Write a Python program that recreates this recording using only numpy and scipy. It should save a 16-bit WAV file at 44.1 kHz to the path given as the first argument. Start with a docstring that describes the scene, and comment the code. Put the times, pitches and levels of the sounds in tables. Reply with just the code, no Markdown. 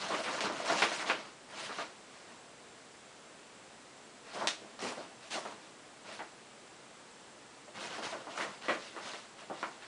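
"""A paper shopping bag rustles as a cat noses and paws about in it on the carpet of a small bedroom.
Sliding paper is a dense train of tiny slips and flexing panels a sparser, duller one, swelling with each push.
Stiff panels buckle with hollow pops, made as chains of impulses through resonant bands; some snap at a crease.
The microphone is a few steps away, so much of the sound is decaying room echo, over a steady hiss
of shaped noise with a faint whine of narrow noise bands."""
import sys
import numpy as np
from scipy import signal
from scipy.fft import rfft, irfft
from scipy.io import wavfile

SR = 44100
rng = np.random.default_rng(int(sys.argv[2]) if len(sys.argv) > 2 else 0)


def generate_wav(sig):
    """Save sig (samples, or channels by samples) to the path in sys.argv[1] as 16-bit PCM at SR."""
    pcm = np.round(np.clip(np.atleast_2d(sig).T, -1, 1) * 32767).astype(np.int16)
    wavfile.write(sys.argv[1], SR, pcm)


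N = 435266

# Spectral density of the steady hiss: frequency_hz, relative_level_db
HISS_SPECTRUM = [(15, -55), (25, -21), (90, -15), (131, -6), (172, -7), (216, -3), (356, -3), (446, -3),
                 (602, -3.5), (876, -5), (993, -6), (1310, -7), (5590, -15.5), (7750, -16.5), (9950, -20),
                 (12900, -70), (21900, -120)]
HISS_LEVEL_DB = -55
# Faint whine of the electronics: frequency_hz, level_db
WHINE_LINES = [(7553, -78), (7580, -77.5), (7822, -79.5), (7854, -81)]
# Reverberation of the bedroom: bass_decay_s, treble_decay_s (both to -60 dB), crossover_hz
ROOM_DECAY = (0.45, 0.3, 436)
# First echoes, off the clutter beside the bag, the dresser and the wall: delay_s, level_db (re direct sound)
FIRST_ECHOES = [(.0027, -15.5), (.0099, -5.5), (0.0165, -7)]
# Resonances of the bag, its air and its panels: frequency_hz, width_hz, lift_db
BAG_RESONANCES = [(207, 30, 4.5), (328, 52, 5), (448, 50, 2), (534, 40, 3.5), (651, 94, 5.5),
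                  (868, 6.6, -5), (947, 40, 3.5), (1053, 31, 4), (1176, 27, 4.5), (1350, 28, 3),
                  (1424, 25, 5), (1540, 41, 2.5), (1880, 15, 2), (1930, 20, 4), (2020, 46, 2),
                  (2200, 50, 2), (2520, 25, 0.5), (2720, 34, 1.5), (2870, 42, 3)]
# Spectral density of sliding paper: frequency_hz, relative_level_db
SLIDE_SPECTRUM = [(60, -50), (200, -21), (600, -6.5), (1500, -2), (3200, -1.5), (5000, -4), (7000, -9.5),
                  (10000, -15)]
# Spectral density of flexing panels: frequency_hz, relative_level_db
FLEX_SPECTRUM = [(50, -39.5), (100, -11.5), (150, -7.5), (200, -3), (400, -2), (700, 1), (1200, 1),
                 (2000, -9), (3500, -14.5), (9000, -44)]
# Each buckling panel or snapping crease: start_s, level_db, ring_hz, upper_edge_hz, run_s (time it keeps running)
BUCKLES = [(0.104, -36.5, 600, 1500, 0.024), (0.136, -37.5, 410, 2360, 0.013),
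           (0.189, -42.5, 610, 1400, 0.013), (0.243, -39.5, 650, 3160, 0.028),
           (0.277, -39, 1120, 1600, 0.017), (0.329, -40.5, 610, 1900, 0.026),
           (0.377, -41.5, 1100, 1900, 0.011), (0.4068, -38.5, 2600, 5250, 0),
           (0.42, -43.5, 1100, 5000, .033), (0.499, -39, 233, 1260, 0), (0.6, -41, 615, 1050, 0.0057),
           (0.6992, -31.5, 700, 1510, 0.0023), (0.717, -39, 640, 1700, 0.01),
           (0.821, -27, 1050, 3100, .009), (0.917, -41, 600, 2450, 0.0062),
           (0.995, -40.5, 1930, 2770, 0.022), (1.027, -43, 1000, 1300, 0),
           (1.0985, -31, 1390, 2800, 0.0032), (1.693, -43, 1280, 1800, 0.016),
           (1.786, -41.5, 1230, 1700, 0), (1.806, -45, 645, 2920, 0.0096), (4.352, -44.5, 500, 900, 0.022),
           (4.389, -55, 370, 1500, 0.0081), (4.411, -38, 885, 1250, 0.0098),
           (4.436, -39.5, 640, 1250, 0.018), (4.4725, -32, 3720, 5930, 0), (4.61, -53.5, 220, 640, 0.042),
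           (4.826, -40.5, 215, 590, 0.019), (4.92, -48.5, 920, 1300, 0.0025), (4.97, -45, 600, 900, 0.016),
           (5.355, -39.5, 610, 1400, 0.016), (5.452, -44, 674, 1350, .015), (6.1921, -43, 780, 1950, 0.015),
           (7.68, -55.5, 600, 1110, 0.005), (7.841, -47, 620, 3000, 0.011), (7.982, -45, 734, 1270, 0.02),
           (8.124, -41.5, 640, 1500, .024), (8.27, -45.5, 1080, 1080, 0.0056),
           (8.377, -42.5, 1300, 2000, 0.005), (8.402, -38, 2000, 2370, 0.015),
           (8.683, -30, 590, 2250, 0.028), (8.964, -45, 1190, 1510, 0.0067), (9.135, -46, 660, 2900, .012),
           (9.418, -54.5, 580, 1300, 0.014), (9.499, -41, 690, 1040, 0.014), (9.629, -37.5, 1090, 1790, 0),
           (9.823, -52.5, 1740, 3300, 0.012)]
# Each push of paw, head or flank against the paper; rustle() trims both levels:
# start_s, length_s, slide_level_db, flex_level_db, extra_slide_treble_db
PAPER_PUSHES = [(-0.02, 0.092, -42, -38, -3), (0.08, 0.13, -43.5, -45, 0.5), (0.227, 0.17, -45, -44, 0),
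                (0.406, 0.065, -43.5, -35.5, 1), (0.48, 0.17, -46, -46, -2.5), (0.648, 0.11, -40.5, -34, 0),
                (0.747, 0.11, -37.5, -38, -2), (0.877, 0.15, -43, -50, 0.5), (1.056, 0.063, -38, -37, -5.5),
                (1.134, 0.15, -56, -58, -5), (1.485, 0.11, -52, -50.5, -2), (1.559, 0.12, -45, -49, -1),
                (1.712, 0.12, -46.5, -48.5, -3), (2.04, 0.26, -64.5, -62.5, 0),
                (2.268, 0.066, -62, -53.5, 1), (4.244, 0.2, -54.5, -54, -3), (4.332, 0.12, -49.5, -43, 0),
                (4.607, 0.15, -67, -61, 2), (4.788, 0.12, -45, -42, 0.5), (4.937, 0.12, -53.5, -52.5, -4),
                (5.204, 0.1, -57.5, -58, 0), (5.304, 0.066, -42, -46.5, 2.5), (5.414, 0.12, -56, -51, -1.5),
                (5.593, 0.11, -64, -65, -4), (6.044, 0.075, -53, -49.5, -5), (6.093, 0.074, -49.5, -58, -3),
                (7.744, 0.051, -48.5, -45.5, -4.5), (7.794, 0.09, -50, -48.5, 0.5),
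                (7.888, 0.11, -48, -45, -4), (8.021, 0.05, -43.5, -40, -1.5), (8.09, 0.043, -50, -47, 0),
                (8.162, 0.19, -61, -52.5, -1), (8.291, 0.086, -50.5, -51, -3),
                (8.361, 0.088, -47, -40, 2.5), (8.463, 0.076, -52.5, -59, -1.5),
                (8.613, 0.15, -45.5, -50, -6), (8.78, 0.11, -52, -60, -1.5), (8.92, 0.15, -57, -51.5, -1),
                (9.017, 0.082, -46, -45.5, -1.5), (9.105, 0.091, -51.5, -60, 0.5),
                (9.373, 0.051, -53.5, -59, -3), (9.514, 0.18, -54, -56, -3.5), (9.69, 0.077, -57, -64, -2),
                (9.8, 0.1, -59, -61, -6)]

# A push swells as a power of a half sine; the paper then settles, this much lower and dying at this rate
ARCH_POWER, SETTLE_DB, SETTLE_DB_PER_S = 0.23, -7, 129
LOW_EDGE_SHARE = 0.27  # lower edge of a pop as a share of the geometric mean of ring and upper edge
EDGE_HZ = 10120  # upper band limit of the whole sound
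TAPS = 4096
HZ = np.fft.rfftfreq(TAPS, 1 / SR) + 1  # kept above zero, for ratios and logarithms


def gain_of(db):
    """Level law: decibels to an amplitude ratio."""
    return 10 ** (np.asarray(db) / 20)


def evened(x):
    """Normalisation of mean power: scales to an rms of one."""
    return x / np.sqrt(np.mean(x ** 2) + 1e-20)


def read(points, hz):
    """Logarithmic frequency axis: interpolates a table between its points."""
    f, value = np.transpose(points)
    return np.interp(np.log(hz + 1), np.log(f + 1), value)


def add(mix, s, sound):
    """Superposition: sums a sound into the mix from time s (s)."""
    part = mix[max(round(s * SR), 0):][:len(sound)]
    part += sound[:len(part)]


def background(whine_width_hz=24):
    """Filtered noise: broadband noise is the hiss, and narrow resonant bands an unsteady whine."""
    hz = np.fft.rfftfreq(N, 1 / SR)
    air, thin = rfft(rng.standard_normal((2, N)))
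    hiss = evened(irfft(air * gain_of(read(HISS_SPECTRUM, hz)), N))
    lines = sum(gain_of(db) / (1 + (2 * (hz - f) / whine_width_hz) ** 2) for f, db in WHINE_LINES)
    whine = evened(irfft(thin * lines, N))
    whine_level = np.linalg.norm([gain_of(db) for f, db in WHINE_LINES])
    return gain_of(HISS_LEVEL_DB) * hiss + whine_level * whine


def room(slips, direct_db, early_s=0.049, gap_s=0.0022, echoes_per_s=9000, size=12288):
    """Statistical reverberation: random echoes follow the decaying energy of the source, split into two bands.

    direct_db is the direct sound relative to the echoes; the first arrive after gap_s."""
    bass_t60, treble_t60, split_hz = ROOM_DECAY
    t, length = np.arange(size) / SR, len(slips) + size - 1
    arrivals = (t > gap_s) * (1 + np.exp(-(t / early_s) ** 2))  # stronger early scatter off the furniture
    tail = np.zeros(length)
    for t60, band in ((bass_t60, "low"), (treble_t60, "high")):
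        decay = arrivals * gain_of(-60 * t / t60) ** 2
        power = abs(signal.oaconvolve(slips ** 2, decay / decay.sum()))
        signs = np.sign(rng.standard_normal(length))
        echoes = evened(signs * (rng.random(length) < echoes_per_s / SR))
        split = signal.butter(2, split_hz, band, fs=SR, output="sos")
        tail += signal.sosfilt(split, echoes * np.sqrt(power))
    direct = gain_of(direct_db) * np.pad(slips, (0, size - 1))
    return (direct + tail) / np.hypot(1, gain_of(direct_db))


def click(gain):
    """Minimum phase: the sharpest causal click with this spectrum, of unit energy."""
    log_gain = np.log(np.maximum(gain / gain.max(), 1e-5))
    circle = np.r_[log_gain, log_gain[-2:0:-1]]
    # the Hilbert transform of the log gain is the phase
    spectrum = np.exp(np.conj(signal.hilbert(circle)))[:len(gain)]
    wave = irfft(spectrum)
    return wave / np.linalg.norm(wave)


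def bag_gain():
    """Resonance: the modes of the bag colour all that its paper does."""
    return gain_of(sum(db / (1 + (2 * (HZ - hz) / width) ** 2) for hz, width, db in BAG_RESONANCES))


def wrinkles(scatter_db, size=28):
    """Random local modes: every patch of creased paper has its own uneven resonances."""
    knots = np.geomspace(200, 10000, size)
    return gain_of(read(np.c_[knots, scatter_db * rng.standard_normal(size)], HZ))


def bend(wave, lag_s=0.000714, corner_hz=1800):
    """Dispersion: bending waves carry the treble first, so a click spreads into a very short chirp."""
    delay = lag_s / np.sqrt(1 + HZ / corner_hz)
    phase = -2 * np.pi * np.cumsum(delay) * SR / TAPS
    return irfft(rfft(wave) * np.exp(1j * phase))


def pop_band(ring_hz, high_hz, ring_db=4, ring_q=4, bass_hz=195, slope=3.4, crack_db=-38):
    """Radiation efficiency: a smaller, brighter panel radiates less bass; its ring is a resonant peak."""
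    low_hz = LOW_EDGE_SHARE * np.sqrt(ring_hz * high_hz)
    band = 1 / np.sqrt((1 + (low_hz / HZ) ** 2) * (1 + (bass_hz / HZ) ** 6))
    band *= 1 / np.sqrt(1 + (HZ / high_hz) ** (2 * slope)) + gain_of(crack_db)  # a faint crack above the edge
    return band * gain_of(ring_db / (1 + (2 * ring_q * np.log(HZ / ring_hz)) ** 2))


def pop(db, ring_hz, high_hz, run_s, run_db=-4, flips_per_s=620, direct_db=-4.0, count=24):
    """Snap-through buckling: a panel flips and rings briefly, then a chain of smaller flips runs on."""
    when = (np.arange(1, count + 1) + rng.uniform(-.5, .5, count)) / flips_per_s
    size = gain_of(run_db) * rng.uniform(0.54, 1, count) * rng.choice([-1, 1], count)
    size *= when < run_s
    flips = np.bincount(np.r_[0, when * SR].astype(int), np.r_[1, size])
    arrivals = room(flips, direct_db, gap_s=0.00063)
    for delay, echo_db in FIRST_ECHOES:
        add(arrivals, delay, flips * gain_of(direct_db + echo_db) / np.hypot(1, gain_of(direct_db)))
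    panel = bend(click(pop_band(ring_hz, high_hz) * bag_gain() * wrinkles(scatter_db=1.46)))
    heard = signal.fftconvolve(arrivals, panel)
    # the level is the rms of the pop's energy spread over a twentieth of a second
    return gain_of(db) * heard / np.linalg.norm(heard) * np.sqrt(SR / 20)


def effort(t, length):
    """Energy envelope: the power of a push swells, eases off and leaves the paper settling."""
    arch = np.sin(np.pi * np.clip(t / length, 0, 1)).clip(0) ** ARCH_POWER
    settling_db = SETTLE_DB - SETTLE_DB_PER_S * np.maximum(t - length, 0)
    settling = np.minimum(t / length, 1) * gain_of(settling_db)
    return arch ** 2 + settling ** 2


def pushing():
    """Addition of powers: overlapping pushes give the levels of slide, flex and slide treble (dB)."""
    power, t = np.full((3, N), 1e-12), np.arange(SR) / SR
    for start, length, slide_db, flex_db, treble_db in PAPER_PUSHES:
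        push = effort(t, length)[t >= -start]  # a push already under way loses its beginning
        for layer, db in zip(power, (slide_db, flex_db, slide_db + treble_db)):
            add(layer, start, gain_of(db) ** 2 * push)
    return 10 * np.log10(power)


def crinkle(level_db, colour, per_s, spread_db, scatter_db, direct_db,
            clump_db=1.77, clumps_per_s=55, count=24, size=1200):
    """Stick-slip friction: many tiny slips of uneven size, in clumps, excite patch after patch of paper."""
    paper = gain_of(read(colour, HZ)) * bag_gain()
    patches = [bend(click(paper * wrinkles(scatter_db))) for _ in range(count)]
    slips = (rng.random(N) < per_s / SR) * rng.choice([-1, 1], N)
    grip = np.interp(np.arange(N) * clumps_per_s / SR, np.arange(N), rng.standard_normal(N))
    sizes = gain_of(spread_db * np.minimum(rng.exponential(1, N), 3.5) + clump_db * grip)
    drive = room(evened(slips * sizes) * gain_of(level_db), direct_db)
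    out = np.zeros(N)
    for start in range(0, N, size):  # the contact wanders to another patch every size samples
        patch = patches[rng.integers(count)]
        add(out, start / SR, signal.fftconvolve(drive[start:start + size], patch))
    return out


def rustle(slide_trim_db=2, flex_trim_db=-1, treble_hz=4500):
    """Event density: sliding makes a fine dense fizz, flexing makes fewer, duller crumples."""
    slide, flex, bright = pushing()
    fizz = crinkle(slide + slide_trim_db, SLIDE_SPECTRUM, per_s=2400,
                   spread_db=3.5, scatter_db=2.0, direct_db=0.0)
    treble = signal.sosfiltfilt(signal.butter(2, treble_hz, "high", fs=SR, output="sos"), fizz)
    crumple = crinkle(flex + flex_trim_db, FLEX_SPECTRUM, per_s=450,
                      spread_db=2.5, scatter_db=3.0, direct_db=-4)
    return fizz + (gain_of(bright - slide) - 1) * treble + crumple


def scene():
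    """Linear superposition: background, rustle and pops meet at one microphone."""
    mix = background() + rustle()
    for start, *buckle in BUCKLES:
        add(mix, start, pop(*buckle))
    return mix[None]


def record(dry):
    """Band limiting: a steep low-pass filter removes the highest treble."""
    low_pass = signal.firwin(1023, EDGE_HZ, window=("kaiser", 9), fs=SR)
    return signal.oaconvolve(dry, low_pass[None], "same")


dry = scene()
out = record(dry)
generate_wav(out)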